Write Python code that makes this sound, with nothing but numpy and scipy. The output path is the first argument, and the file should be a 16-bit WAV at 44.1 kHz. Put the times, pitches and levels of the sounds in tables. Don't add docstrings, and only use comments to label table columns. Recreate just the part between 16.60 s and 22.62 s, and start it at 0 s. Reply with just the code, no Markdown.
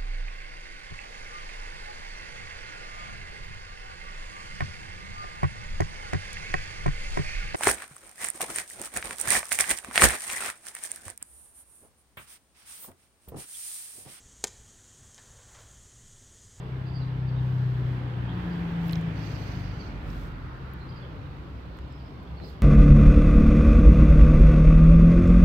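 import sys
import numpy as np
from scipy import signal
from scipy.fft import rfft, irfft
from scipy.io import wavfile
from scipy.ndimage import uniform_filter1d

SR = 44100
rng = np.random.default_rng(int(sys.argv[2]) if len(sys.argv) > 2 else 0)


def output_pcm(signal):
    pcm = np.clip(np.atleast_2d(signal).T, -1, 1) * 32767
    wavfile.write(sys.argv[1], SR, np.round(pcm).astype(np.int16))


N = 265526
TIME = np.arange(N) / SR
ABREAST_S = 2.115


# t/s, f/Hz
CYCLE_RATE = [(0.1, 32.2), (0.6, 31.93), (1.28, 31.4), (1.64, 30.4), (2.09, 28.1), (2.21, 28.1),
              (2.5, 27.31), (2.87, 25.8), (3.05, 24.8), (3.55, 23.3), (3.9, 21.7)]
# t/s, level/dB
HUM_RIDE = [(0, -38), (.8, -28.5), (1.5, -33), (1.8, -31.5), (2.05, -32), (2.35, -28.5), (2.7, -35),
            (3.05, -31.5), (3.25, -40.5), (3.5, -37), (4, -42.5)]
# multiple of the cycle rate, level/dB
HUM_ORDERS = [(2, 0), (3, -6.5), (4, -.5), (5, -8.5), (6, -3), (7, -12)]
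# f/Hz, level/dB
RESONANCES = [(42, -14.5), (47, 1.5), (52, -10.5), (56, -19), (75, -15), (94, -7.5), (101, -5), (109, -2),
              (114, -21), (120, -4), (127, 4), (151, -14.5), (166, 4), (180, 1), (186, -13), (220, -15.5)]
# multiple of the cycle rate, level/dB
UPPER_ORDERS = [(8, -16), (9, -13), (10, -12), (11, -15), (12, -14)]
# f/Hz, level/dB
ROAR_EQ = [(40, -12.5), (90, 3.5), (170, 5.5), (225, -7), (290, -0.5), (350, -10.5), (420, -7.5),
           (620, -20), (1200, -24), (3000, -59.5)]

def engine():
    sag_hz_per_s, fade_db_per_s = 1.4, 8.5
    gone_s = np.maximum(TIME - CYCLE_RATE[-1][0], 0)
    cycle_hz = curve(CYCLE_RATE) - sag_hz_per_s * gone_s
    angle = 2 * np.pi * np.cumsum(cycle_hz * (1 + 0.0018 * drift(6.8))) / SR
    hum = upper = 0
    for order, db in HUM_ORDERS:
        gain = amp(db + read(RESONANCES, order * cycle_hz) + 0.8 * drift(8.5))
        hum += gain * np.sin(order * angle + 0.13 * drift(3.5))
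    for order, db in UPPER_ORDERS:
        gain = amp(db) * (1 + 0.58 * drift(3))
        upper += gain * np.cos(order * angle + 1.2 * drift(3.6))
    roar = amp(2.95) * noise(ROAR_EQ, patchy_db=0.5) * (1 + 0.043 * np.cos(angle))
    hum_db = curve(HUM_RIDE) - fade_db_per_s * gone_s
    roar_db = -41.5 + pass_by(near_s=1.39, loss_db=47.5) + swell(at_s=3.53, half_width_s=0.2, db=4.6)
    return amp(hum_db) * np.sqrt(2) * hum + amp(roar_db) * (roar + np.sqrt(2) * upper)


# f/Hz, level/dB
COMING_EQ = [(200, -14), (550, -5.5), (850, 3), (1200, -1.5), (1650, 0.5), (2300, -9), (3200, -9.5),
             (4500, -21.5), (6500, -36), (10000, -41.5)]
ABREAST_EQ = [(200, -16.5), (550, 0.5), (800, 1), (1200, -4), (1650, -1), (2400, -4), (3200, -9.5),
              (4500, -20), (6500, -29.5), (10000, -38)]
GOING_EQ = [(200, 2), (600, -15), (850, 1), (1150, 1.5), (1400, 4.5), (1650, -2), (2300, -9), (3200, -15.5),
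            (4500, -26.5), (7000, -42.5)]

def tyres():
    solo_s = [1.8, 2.7, 3.9]
    road = 0
    for share, eq in zip(np.eye(3), [COMING_EQ, ABREAST_EQ, GOING_EQ]):
        crossfade = np.sqrt(np.interp(TIME, solo_s, share))
        road += crossfade * noise(eq, patchy_db=1.2, size=1024)
    ride_db = pass_by(near_s=1.017, loss_db=26.5) + swell(at_s=4.14, half_width_s=0.51, db=5.15)
    return road * amp(-47 + ride_db + 0.6 * drift(3.2))


# t/s, length/s, level/dB
RUB_CUES = [(.74, .72, -73.5), (1.68, 0.55, -73), (2.14, 0.33, -65.5), (2.5, 0.61, -69.5),
            (3.386, 0.37, -66), (5.773, 0.22, -66.5)]
# f/Hz, level/dB
RUB_EQ = [(1500, -17.5), (3500, 12), (5500, 5.5), (7000, 0), (8500, -1.5), (10000, -8.5), (12500, 2),
          (15500, -3)]
# f/Hz, level/dB
SWISH_EQ = [(2500, -30.5), (3900, -2), (4600, 5.5), (5300, -2.5), (6250, -1.5), (6800, -13), (7900, -15),
            (9800, -35), (12600, -18), (13800, -24), (15200, -15.5), (16200, -34)]

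def hand_rubs():
    strokes = [amp(db) * stroke(start, length, edge_s=0.13) for start, length, db in RUB_CUES]
    pressure = np.sqrt(sum(envelope ** 2 for envelope in strokes))
    grain = amp(2.5 + 0.8 * drift(150))
    rub = pressure * grain * noise(RUB_EQ, patchy_db=0, size=256)
    swish_s, slacken_db_per_s = 2.48, 16.5
    swish_db = -55.5 - slacken_db_per_s * (TIME - swish_s) + drift(60)
    swish_gain = stroke(swish_s, length_s=1.0, edge_s=0.25) * amp(swish_db)
    swish = swish_gain * noise(SWISH_EQ, patchy_db=2.5, size=512)
    return rub + swish * pan(-7.5)


# t/s, level/dB, ring f/Hz, ring width/Hz
TICK_CUES = [(2.2702, -47, 13990, 4000), (2.2815, -42, 14000, 3000), (2.2952, -33, 3100, 2500),
             (2.3103, -41, 4500, 7000), (2.324, -41, 12500, 3000), (2.332, -28, 3700, 1900),
             (2.3306, -39, 13600, 4000), (2.356, -32, 2820, 1500), (2.3562, -37, 5340, 2000),
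             (2.412, -48.5, 5960, 9000), (3.503, -48, 5430, 1200), (4.1362, -43, 14200, 4480),
             (5.172, -54, 12500, 4920), (5.188, -36, 1150, 2600), (5.188, -54, 9500, 6000),
             (5.325, -60, 7600, 900), (5.63, -57, 12800, 5000), (5.8, -42.5, 1990, 1200),
             (5.899, -51, 13500, 7000)]

def grip_ticks():
    hits = [(start, case_hit(db, hz, width, decay_s=0.0019 * (4000 / hz) ** 0.36))
            for start, db, hz, width in TICK_CUES]
    hits.append((5.812, case_hit(db=-38.5, hz=298, width_hz=540, decay_s=0.048)))
    track = np.zeros((2, N))
    for start, hit in hits:
        for channel, sound in zip(track, hit):
            add(channel, start, sound)
    return track * pan(-2.3)


def case_hit(db, hz, width_hz, decay_s):
    t = np.arange(4096) / SR
    shared, left, right = rng.standard_normal((3, len(t))) * np.exp(-t / decay_s)
    snap = 5 * (t == 0)
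    excitation = snap + shared + 0.86 * np.array([left, right])
    detune = (np.fft.rfftfreq(len(t), 1 / SR) - hz) / (width_hz / 2)
    hit = irfft(rfft(excitation) / (1 + 1j * detune) ** 2)
    return hit * amp(db) / abs(hit.mean(0)).max()


# t/s, length/s, f/Hz, glide/octaves, level/dB
CHIRP_CUES = [(0.253, 0.047, 4700, -0.073, -58), (0.327, 0.064, 4670, -.08, -53),
              (0.408, 0.025, 4050, -.2, -55), (0.672, 0.028, 4600, -0.0038, -57),
              (0.753, 0.039, 3730, .22, -58), (1.684, 0.021, 3350, 0.33, -48),
              (1.902, 0.026, 4660, -.04, -56.5), (3.181, 0.054, 4480, -0.23, -53),
              (4.19, 0.049, 4190, 0.12, -59), (4.278, .039, 4690, -.1, -58),
              (4.311, .021, 3200, -0.077, -57), (4.355, 0.033, 4640, -0.4, -55),
              (4.411, 0.043, 3290, -.25, -54.5), (5.3, .05, 5200, -0.043, -66),
              (5.391, 0.021, 4740, -.03, -61), (5.432, 0.054, 5180, .04, -67),
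              (5.665, .022, 3400, 0.06, -58), (5.763, 0.039, 4340, -0.13, -57.5),
              (5.805, .05, 4180, .3, -55), (5.835, 0.034, 4690, -0.45, -53)]

def birds():
    arch_octaves = 0.04
    song = np.zeros(N)
    quaver = 1 + 0.025 * drift(450)
    for start, length, pitch, glide, db in CHIRP_CUES:
        position = np.linspace(-0.5, 0.5, round(length * SR))
        octaves = glide * position - arch_octaves * (2 * position) ** 2
        hz = pitch * 2 ** octaves * quaver[round(start * SR):][:len(position)]
        envelope = amp(db) * np.cos(np.pi * position)
        add(song, start, envelope * np.sin(2 * np.pi * np.cumsum(hz) / SR))
    return amp(-1.5) * song + amp(3) * garden(song, t60_s=0.4)


def garden(sound, t60_s):
    t = np.arange(SR // 2) / SR
    tail = rng.standard_normal((2, len(t))) * amp(-60 * t / t60_s)
    return signal.fftconvolve(sound[None], tail / np.linalg.norm(tail[0]), axes=1)[:, :N]


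# f/Hz, level/dB
RUMBLE_EQ = [(15, -26.5), (33, -18.5), (52, -6.5), (65, 1), (88, -8), (115, -5), (170, -6), (215, -17.5),
             (270, -13), (450, -19), (620, -23), (1000, -24), (1700, -31.5), (3000, -35.5)]
# f/Hz, level/dB
AIR_EQ = [(4000, -39), (4750, -41.5), (5400, -48), (6600, -55.5), (8500, -58), (9700, -66), (12500, -57.5),
          (15500, -61.5)]
# f/Hz, level/dB
DRONE_TONES = [(64.5, -46.5), (108, -61.5)]

def town():
    drone = 0
    for hz, db in DRONE_TONES:
        gain = amp(db) * (1 + 0.25 * drift(9.3))
        drone += gain * np.sin(2 * np.pi * hz * TIME + 0.64 * drift(2.9))
    return amp(-41) * noise(RUMBLE_EQ + AIR_EQ, patchy_db=2, size=4096) + np.sqrt(2) * drone


# f/Hz, left-right correlation
STEREO_IMAGE = [(30, 0.84), (150, 0.98), (280, 0.88), (450, 0.66), (680, 0.2), (880, -0.016), (1650, -0.12),
                (2300, 0.18), (4000, 0)]

def noise(eq, patchy_db, size=2048):
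    hz = np.fft.rfftfreq(size, 1 / SR)
    a, b, c, d, patches = rng.standard_normal((5, 4 * N // size + 5, len(hz)))
    patches = uniform_filter1d(patches, size=8, axis=0)
    patches = unit(uniform_filter1d(patches, size=8, axis=1))
    likeness = np.clip(read(STEREO_IMAGE, hz), -1, 1)
    left = a + 1j * b
    right = likeness * left + np.sqrt(1 - likeness ** 2) * (c + 1j * d)
    frames = np.array([left, right]) * amp(read(eq, hz) + patchy_db * patches)
    _, sound = signal.istft(frames.transpose(0, 2, 1), nperseg=size, noverlap=size - size // 4)
    return sound[:, :N] / sound[:, :N].mean(0).std()


def pass_by(near_s, loss_db):
    distance = np.hypot(1, (TIME - ABREAST_S) / near_s)
    return -loss_db * np.log10(distance)


def swell(at_s, half_width_s, db):
    return db * np.exp(-((TIME - at_s) / half_width_s) ** 2)


def stroke(start_s, length_s, edge_s):
    ramp = np.clip(np.minimum(TIME - start_s, start_s + length_s - TIME) / edge_s, 0, 1)
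    return np.sin(np.pi / 2 * ramp) ** 2


def drift(hz):
    f = np.fft.rfftfreq(N, 1 / SR)
    return unit(irfft(rfft(rng.standard_normal(N)) * np.exp(-(f / hz) ** 2), N))


def amp(db):
    return 10 ** (np.asarray(db) / 20)


def unit(x):
    return x / np.sqrt(np.mean(x ** 2) + 1e-20)


def curve(rows):
    return np.interp(TIME, *np.transpose(rows))


def read(points, hz):
    f, value = np.transpose(points)
    return np.interp(np.log(hz + 1), np.log(f), value)


def pan(lean_db):
    return amp(np.array([[lean_db], [-lean_db]]) / 2)


def add(mix, start_s, sound):
    part = mix[max(round(start_s * SR), 0):][:len(sound)]
    part += sound[:len(part)]


def scene():
    return engine() + tyres() + hand_rubs() + grip_ticks() + birds() + town()


# f/Hz, left-minus-right level/dB
PORT_BALANCE = [(30, -7.5), (100, 2.94), (350, -0.2), (650, -0.4), (1800, 0), (2400, -7), (3200, -10.5),
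                (4700, -9), (7000, -2), (9500, 2.5), (11000, -2), (13000, -10), (15700, 1)]

def record(dry):
    top_hz = 15900
    lean = amp(read(PORT_BALANCE, np.fft.rfftfreq(2 * N, 1 / SR)))
    ports = np.array([lean, np.ones_like(lean)]) * np.sqrt(2 / (1 + lean ** 2))
    heard = irfft(rfft(dry, 2 * N) * ports)[:, :N]
    low_pass = signal.firwin(511, top_hz, window=("kaiser", 9), fs=SR)
    return signal.oaconvolve(heard, low_pass[None], "same")


dry = scene()
out = record(dry)
output_pcm(out)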